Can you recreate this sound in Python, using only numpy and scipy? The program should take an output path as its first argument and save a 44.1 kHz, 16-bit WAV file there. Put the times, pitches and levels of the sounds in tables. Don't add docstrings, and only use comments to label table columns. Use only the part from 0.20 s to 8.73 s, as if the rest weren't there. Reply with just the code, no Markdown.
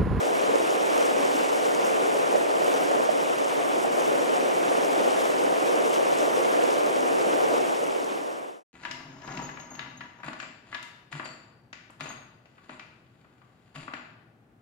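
import sys
import numpy as np
from scipy import signal
from scipy.fft import rfft, irfft
from scipy.io import wavfile
from scipy.ndimage import uniform_filter1d

SR = 44100
rng = np.random.default_rng(int(sys.argv[2]) if len(sys.argv) > 2 else 0)


def pcm_store(signal):
    levels = np.round(np.clip(np.atleast_2d(signal), -1, 1) * 32767)
    wavfile.write(sys.argv[1], SR, levels.astype(np.int16).T)


def natural_amplitude(level_db):
    exponent = np.asarray(level_db, float) / 20
    return 10 ** exponent


N = 376173

# (time of the middle [s], peak level [dB], pitch [Hz], bearing [degrees], length [cycles])
BIG_BUBBLES = [(0.341, -14, 520.0, 60, 6.6), (0.359, -8.5, 500.0, 112, 5.2), (0.786, -17, 500.0, 59, 3.9),
               (0.806, -17, 617, 127, 9), (0.914, -13, 620.0, 85, 4.7), (1.093, -15.5, 550.0, 96, 7.6),
               (1.2, -23, 550.0, 152, 3.6), (1.214, -17, 520, 130, 7.7), (1.563, -23, 543, 180, 4.7),
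               (2.144, -16.5, 530.0, 120, 9), (2.157, -8.5, 600.0, 110, 6.9), (2.42, -16, 654, 113, 10.3),
               (2.483, -11, 537, 90, 4.9), (2.772, -17, 550, 140, 7.1), (2.801, -20, 580.0, 150, 7.1),
               (2.893, -7.5, 655, 120, 7.2), (3.65, -13, 700, 140, 4.5), (3.813, -30, 720.0, 65, 6.6),
               (3.892, -13, 500.0, 69, 2.7), (3.941, -20, 540.0, 160, 5.7), (4.517, -15.5, 520.0, 41, 8.1),
               (4.806, -14, 527, 40, 5.5), (4.854, -17, 600.0, 125, 6.8), (5.329, -15, 730.0, 116, 6.8),
               (5.591, -18.5, 574, 170, 4.4), (5.625, -17, 600.0, 20, 4.3), (5.778, -22, 490.0, 64, 5.8),
               (5.8, -23, 487, 72, 7.7), (5.926, -17, 530.0, 96, 9), (6.176, -17.5, 500.0, 52, 9),
               (6.201, -19, 534, 180, 7.7), (6.442, -13, 578, 113, 5), (6.488, -20.5, 540.0, 120, 7),
               (6.668, -20, 490.0, 109, 4.7), (7.005, -19.5, 563, 180, 4.1), (7.137, -15, 540.0, 82, 4),
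               (7.242, -16, 456, 115, 5.1), (7.318, -19, 686, 4, 9), (7.409, -13, 550.0, 110, 3.6),
               (7.764, -13, 460.0, 110, 5.1)]
# (time of the middle [s], peak level [dB], pitch [Hz])
CENTRAL_BUBBLES = [(0.127, -29, 506), (0.24, -21, 517), (0.296, -24, 500), (0.404, -22, 500),
                   (0.576, -23.5, 506), (1.857, -26, 530), (1.953, -24, 600), (2.181, -25, 500),
                   (2.715, -21, 620), (2.749, -27, 524), (3.922, -23, 530), (4.182, -26, 590),
                   (4.585, -25, 490), (4.742, -25, 543), (4.823, -22, 560), (4.879, -23, 540),
                   (5.1, -29, 590), (5.497, -22, 510), (5.529, -27, 540), (5.666, -30, 490),
                   (5.811, -23, 565), (6.05, -28, 533), (6.081, -23, 455), (6.228, -21, 500),
                   (6.389, -27, 540), (6.574, -24, 530), (6.769, -21, 580), (6.829, -25, 507),
                   (7.342, -21, 540), (7.633, -20, 555)]


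def rms_one(x):
    return x / np.sqrt(np.mean(x ** 2) + 1e-20)


def in_time(rows):
    s, *columns = np.transpose(rows)
    return [np.interp(np.arange(N) / SR, s, c) for c in columns]


def at_hz(rows, hz, order=1):
    rows = np.array(rows)
    return np.interp(np.log(hz), np.log(rows[:, 0]), rows[:, order])


def drift(rate_hz):
    pole = np.exp(-80 * np.pi * rate_hz / SR)
    noise = rng.standard_normal(N // 40 + 2002)
    slow = signal.lfilter([1], [1, -2 * pole, pole * pole], noise)[2000:]
    return np.interp(np.arange(N) / 40, np.arange(len(slow)), rms_one(slow))


def band(x, low_hz, high_hz):
    return signal.sosfilt(signal.butter(2, [low_hz, high_hz], "band", fs=SR, output="sos"), x + 1e-18)


def colour(x, gain):
    return irfft(rfft(x, 2 * len(gain) - 2) * gain)[..., :N]


def pool():
    # (frequency [Hz], density [dB per Hz])
    mid_colour = [(25, -59), (70, -39), (150, -18), (230, -10), (285, -4.5), (520, 0), (750, -3.5),
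                  (840, -8.5), (1200, -13), (1320, -16.5), (1900, -18), (2200, -16.5), (3000, -17),
                  (3400, -20.5), (4300, -27), (5500, -23.5), (8900, -27), (9700, -30.5), (14100, -38.5),
                  (15800, -44)]
    # (frequency [Hz], density [dB per Hz])
    side_colour = [(25, -56), (65, -56), (261, -8.5), (498, 0.5), (1210, -9), (2500, -23.5), (3600, -33),
                   (5300, -41.5), (5800, -100), (7200, -77), (7700, -50), (9600, -41), (13700, -44),
                   (15800, -48)]
    # (frequency [Hz], share [-1..1])
    in_phase = [(60, -0.12), (160, -0.41), (400, -0.019), (1400, 0.14), (1850, -0.35), (2500, .12),
                (4300, 0.27), (8000, .1), (10000, 0.67), (12000, 0.68), (15000, 0.86)]
    # (frequency [Hz], share [-1..1])
    quarter_cycle = [(100, -.15), (190, -.15), (260, .18), (390, -.05), (690, 0.17), (1400, -.1),
                     (1750, -.08), (2070, .27), (2600, -.05), (3450, -.36), (4300, -.04), (9000, .13),
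                     (15000, .05)]

    hz = np.maximum(np.fft.rfftfreq(2 ** 19, 1 / SR), 1)
    front, other = swarm()
    coherence = np.clip(at_hz(in_phase, hz), -0.99, 0.99) + 1j * at_hz(quarter_cycle, hz)
    independent = np.sqrt(np.maximum(1 - abs(coherence) ** 2, 0))
    side_gain = natural_amplitude(at_hz(side_colour, hz) + 5.5)
    mid = colour(front, natural_amplitude(at_hz(mid_colour, hz)))
    side = colour(front, side_gain * coherence) + colour(other, side_gain * independent)
    return np.array([mid + side, mid - side]) * natural_amplitude(-29.5) / np.std(mid)


def swarm():
    # (frequency [Hz], rate [collapses per s in a third octave], size spread [dB], flicker [dB])
    bubble_sizes = [(59.9, 900, 0, 1.3), (500, 2200, 0.68, -0.1), (1996, 4500, 1.5, 0.62),
                    (5023, 5500, 1, 0.71), (14050, 8000, -1.5, 0.8)]
    layer_hz = [600, 2300, 7000]

    levels = effort_db()
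    levels[0] += swell_at_gulps()
    surge = 0.14 * drift(15) + 0.53 * drift(25) + 0.17 * drift(120)
    edges_hz = 32 * 2 ** (np.arange(28) / 3)
    near = drift(22)
    out = 0
    for low, high in zip(edges_hz, edges_hz[1:]):
        hz = np.sqrt(low * high)
        born = np.cumsum(rng.exponential(1, N // 4) * SR / at_hz(bubble_sizes, hz)).astype(int)
        born = born[born < N]
        directions = rng.standard_normal((len(born), 2))
        excess = np.minimum(rng.exponential(1, len(born)), 5)
        strength = natural_amplitude(at_hz(bubble_sizes, hz, order=2) * excess)
        clicks = np.zeros((2, N))
        clicks[:, born] = (directions * strength[:, None]).T

        place = np.interp(np.log(hz), np.log(layer_hz), range(3))
        level_db = sum(np.clip(1 - abs(place - k), 0, 1) * levels[k] for k in range(3))
        near = 0.72 * near + 0.59 * drift(22)
        shake_db = at_hz(bubble_sizes, hz, order=3) * (near + surge)
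        ringing = rms_one(band(clicks, low, high))
        out = out + np.sqrt(high - low) * ringing * natural_amplitude(level_db + shake_db)
    return out


def effort_db():
    # (time [s], level [dB])
    boil = [(0, -31.5), (.33, -31.5), (.55, -31), (.8, -30.5), (1.4, -32), (1.55, -30.5), (2.3, -31),
            (2.8, -30), (3.25, -32.5), (3.95, -30), (4.3, -30.5), (4.8, -30), (5.15, -31.5), (5.65, -29),
            (6.0, -31.5), (6.2, -30), (6.75, -30.5), (7.35, -29.5), (7.6, -32), (8.4, -28)]
    boil_share = [0.81, 0.26, 0.12]
    # (time of the top [s], extra level [dB])
    splashes = [(0.03, 0.5), (0.17, 1), (0.3, 1), (0.44, 1.5), (0.6, 1.5), (1.85, 2.5), (2.3, -1.3),
                (2.9, -1.4), (3.5, 0.3), (4.5, 1), (5.4, 1.2), (6.8, -1.3), (7.95, 1), (0.8, 5.5),
                (1.05, 3), (1.2, 2.5), (1.4, 4.5), (1.62, 2), (2.1, 1.5), (2.55, 3), (3.2, 0.5),
                (3.85, 1.5), (4.2, 1.5), (4.8, 2), (5.06, 2.5), (5.72, 1), (5.96, 3), (6.16, 2.5),
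                (6.458, 2.3), (7.1, 0.4), (7.368, 0), (7.7, 0)]
    splash_share = [0.11, 0.46, 0.61]
    # (time of the top [s], extra level [dB])
    spray_jets = [(0.53, 2.5), (1.02, 0.5), (1.18, 1.5), (1.58, -1), (1.67, 2.5), (2.18, 1), (2.47, 1.5),
                  (3.85, 1.5), (5.01, 1.5), (5.24, 0), (5.695, 1.5), (5.745, 5), (5.97, -1.5), (6.35, 1.5),
                  (7.15, 1)]
    rise_s, fall_s, jet_s = 0.12, 0.11, 0.015

    vigour = in_time(boil)[0]
    t = np.arange(0, N, 64) / SR
    thrown = sum(db * np.exp(-((t - s) / np.where(t < s, rise_s, fall_s)) ** 2) for s, db in splashes)
    jets = sum(db * np.exp(-((t - s) / jet_s) ** 2) for s, db in spray_jets)
    thrown = np.interp(np.arange(N) / SR, t, thrown - thrown.mean())
    jets = np.interp(np.arange(N) / SR, t, jets)
    swing = np.outer(boil_share, vigour - vigour.mean())
    return swing + np.outer(splash_share, thrown) + np.outer([0, 0.27, 1.1], jets)


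def swell_at_gulps():
    lift_db, lift_s = 1.5, 0.0059
    marks = np.zeros(N)
    marks[[int(row[0] * SR) for row in BIG_BUBBLES + CENTRAL_BUBBLES]] = 1
    t = np.arange(-1500, 1501) / SR
    bell = np.exp(-(t / lift_s) ** 2)
    return lift_db * np.minimum(signal.fftconvolve(marks, bell, "same"), 1)


def gulps():
    out = np.zeros((2, N))
    for s, peak_db, hz, bearing, cycles in all_gulps():
        mid, side = np.cos(np.radians(bearing)), np.sin(np.radians(bearing))
        pop = burst(hz, max(cycles, 1), rise=0.053)
        pair = natural_amplitude(peak_db - 2.5) * np.outer([mid + side, mid - side], pop)
        add(out, s - 0.329 * len(pop) / SR, pair)
    return band(out, 150, 4500)


def all_gulps():
    # (time of the middle [s], peak level [dB], pitch [Hz])
    deep_bubbles = [(1.005, -30, 278), (1.154, -30.5, 280), (1.846, -36, 310), (2.217, -33, 296),
                    (3.997, -33, 306), (4.192, -37, 300), (4.237, -32, 290), (4.492, -31, 292),
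                    (4.787, -32, 288), (5.271, -31, 300), (5.361, -41, 308), (5.425, -33, 310),
                    (6.178, -36, 290), (6.477, -39, 300), (6.912, -34, 284), (7.143, -35, 286),
                    (7.515, -37, 290), (7.837, -29, 300), (7.922, -33, 290), (8.017, -34, 280)]
    # (time [s], peak level [dB], pitch [Hz])
    droplets = [(0.0927, -30, 1430), (0.1705, -29, 2780), (0.5033, -28, 2240), (0.816, -27, 2680),
                (0.8709, -28, 2220), (1.2062, -26, 2670), (1.2496, -28, 2920), (1.3887, -24, 2050),
                (1.5484, -26, 2960), (1.5828, -30, 1360), (1.5998, -26, 2620), (1.6437, -28, 1980),
                (1.7195, -31, 2560), (1.7514, -28, 2710), (1.8253, -26, 2090), (2.588, -31, 2370),
                (2.7716, -28, 2650), (2.9991, -33, 1660), (3.7618, -25, 2630), (3.8586, -28, 1330),
                (4.0307, -28, 1510), (4.2951, -27, 2730), (4.3316, -25, 2170), (4.4099, -27, 2240),
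                (4.5276, -28, 2250), (4.632, -26, 2220), (4.6927, -23, 2240), (4.798, -31, 2200),
                (4.8973, -31, 2250), (4.9686, -32, 2410), (5.0315, -31, 2210), (5.1178, -27, 2050),
                (5.2006, -30, 2980), (5.5458, -29, 2810), (5.7369, -26, 2790), (5.902, -29, 3260),
                (5.941, -28, 1410), (6.3121, -27, 1800), (6.3699, -24, 1720), (6.4233, -20, 2200),
                (6.4787, -26, 2350), (6.7615, -24, 2220), (7.0708, -31, 1360), (7.0988, -30, 2700),
                (7.2893, -29, 2210)]

    rows = list(BIG_BUBBLES)
    # rows, trim [dB], length [cycles]
    for kind, trim_db, cycles in [(CENTRAL_BUBBLES, 2, 5.62), (deep_bubbles, 4.5, 8.96), (droplets, -4.5, 5.5)]:
        rows += [(s, db + trim_db, hz, 0, cycles) for s, db, hz in kind]
    return rows


def burst(hz, cycles, rise):
    u = np.linspace(0, 1, int(cycles / hz * SR) + 2)
    swell = np.sin(np.pi * u ** 0.52) ** 2
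    return swell * np.sin(2 * np.pi * cycles * (u + rise * (u * u - u)))


def add(out, s, pair):
    i = round(s * SR)
    out[:, i:i + pair.shape[1]] += pair


def spits():
    # (time [s], peak level [dB], pitch [Hz])
    stone_drops = [(0.3568, -26.5, 6100.0), (0.3849, -30, 7100.0), (0.5062, -25, 5800.0),
                   (0.6627, -30, 6500.0), (0.779, -27, 7100.0), (0.8558, -27, 7700.0), (1.051, -29, 6700.0),
                   (1.1654, -32, 7600.0), (1.3211, -39, 6900.0), (1.5498, -24.5, 6700.0),
                   (1.649, -26, 6500.0), (1.7008, -29, 8000.0), (1.8987, -35, 7100.0),
                   (2.1604, -32, 6500.0), (2.4452, -27, 8400.0), (2.5403, -28, 6000.0),
                   (2.6361, -29.5, 7800.0), (2.6738, -32, 7400.0), (2.7154, -29, 6800.0),
                   (2.9163, -31, 7400.0), (3.2458, -28, 7400.0), (3.5816, -33, 7000.0),
                   (3.7421, -33.5, 8100.0), (3.7985, -29, 6700.0), (3.8054, -28, 6500.0),
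                   (4.166, -35, 6400.0), (4.3681, -32, 8300.0), (4.6493, -27.5, 6100.0),
                   (5.1072, -32, 7300.0), (5.2383, -28, 8600.0), (5.5569, -28, 5700.0),
                   (5.6966, -26.5, 8000.0), (5.7828, -33, 7200.0), (5.9287, -31.5, 6400.0),
                   (5.9754, -30, 7500.0), (5.9873, -27, 6700.0), (6.4384, -28, 6500.0),
                   (6.5088, -30, 5500.0), (6.6634, -33, 6400.0), (6.7622, -29, 7700.0),
                   (6.807, -28, 6400.0), (7.0986, -38, 6700.0), (7.2374, -33, 5600.0),
                   (7.3413, -33, 6700.0), (7.4041, -34, 7300.0), (7.8452, -27, 6100.0),
                   (7.9869, -32, 6100.0)]

    out = np.zeros((2, N))
    t = np.arange(90) / SR
    for s, peak_db, hz in stone_drops:
        ring = np.sin(2 * np.pi * hz * t) * np.exp(-t * hz / 1.4)
        crack = 0.25 * np.sin(2 * np.pi * 1.8 * hz * t) * np.exp(-t / 0.000073)
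        pair = ring * [[1.1], [0.9]] + crack * [[1.3], [0.5]]
        add(out, s - 0.0002, natural_amplitude(peak_db + 6.5) * pair)
    return band(out, 3500, 14500)


def wind():
    # (time [s], level [dB])
    breeze = [
        (0, -52),
        (.15, -49),
        (.3, -47),
        (.45, -83.5),
        (8.53, -67),
    ]

    lumps = natural_amplitude(in_time(breeze)[0] + 2.6 * drift(12))
    rumble = band(band(rng.standard_normal(N), 90, 200), 90, 400)
    return rms_one(rumble) * lumps * [[1], [-1]]


def scene():
    return pool() + gulps() + spits() + wind()


def thin_treble(x):
    # (frequency [Hz], left over usual level [dB], right over usual level [dB])
    gate_levels = [(8000, -14, -12), (9500, -9, -4), (11000, -6, -1), (12500, -4.5, .3), (14000, -3, 1.3),
                   (15000, -1, 2.5), (15800, 2, 4)]
    lead = 705

    window = np.sin(np.pi * (np.arange(2048) + 0.5) / 2048)
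    hz, _, z = signal.stft(np.pad(x, [(0, 0), (lead, 0)]), SR, window, nperseg=2048, noverlap=1024)
    kept = np.ones(z.shape)
    for k, bins in enumerate([7, 20]):
        power = uniform_filter1d(np.abs(z[k]) ** 2, size=bins, axis=0)
        usual = uniform_filter1d(uniform_filter1d(power, size=61, axis=1), size=21, axis=0)
        threshold = usual * natural_amplitude(2 * at_hz(gate_levels, hz + 1, order=k + 1))[:, None]
        kept[k] = (power > threshold) | (hz < 8000)[:, None]
    return signal.istft(z * kept, SR, window, nperseg=2048, noverlap=1024)[1][:, lead:N + lead]


def top_cut(x):
    return signal.sosfilt(signal.butter(12, 15780, fs=SR, output="sos"), x)


def record(dry):
    fade_from_s, silent_at_s = 7.36, 8.433
    left = np.clip((silent_at_s - np.arange(N) / SR) / (silent_at_s - fade_from_s), 0, 1)
    mix = thin_treble(dry) * left ** 0.93
    return top_cut(mix)


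dry = scene()
out = record(dry)
pcm_store(out)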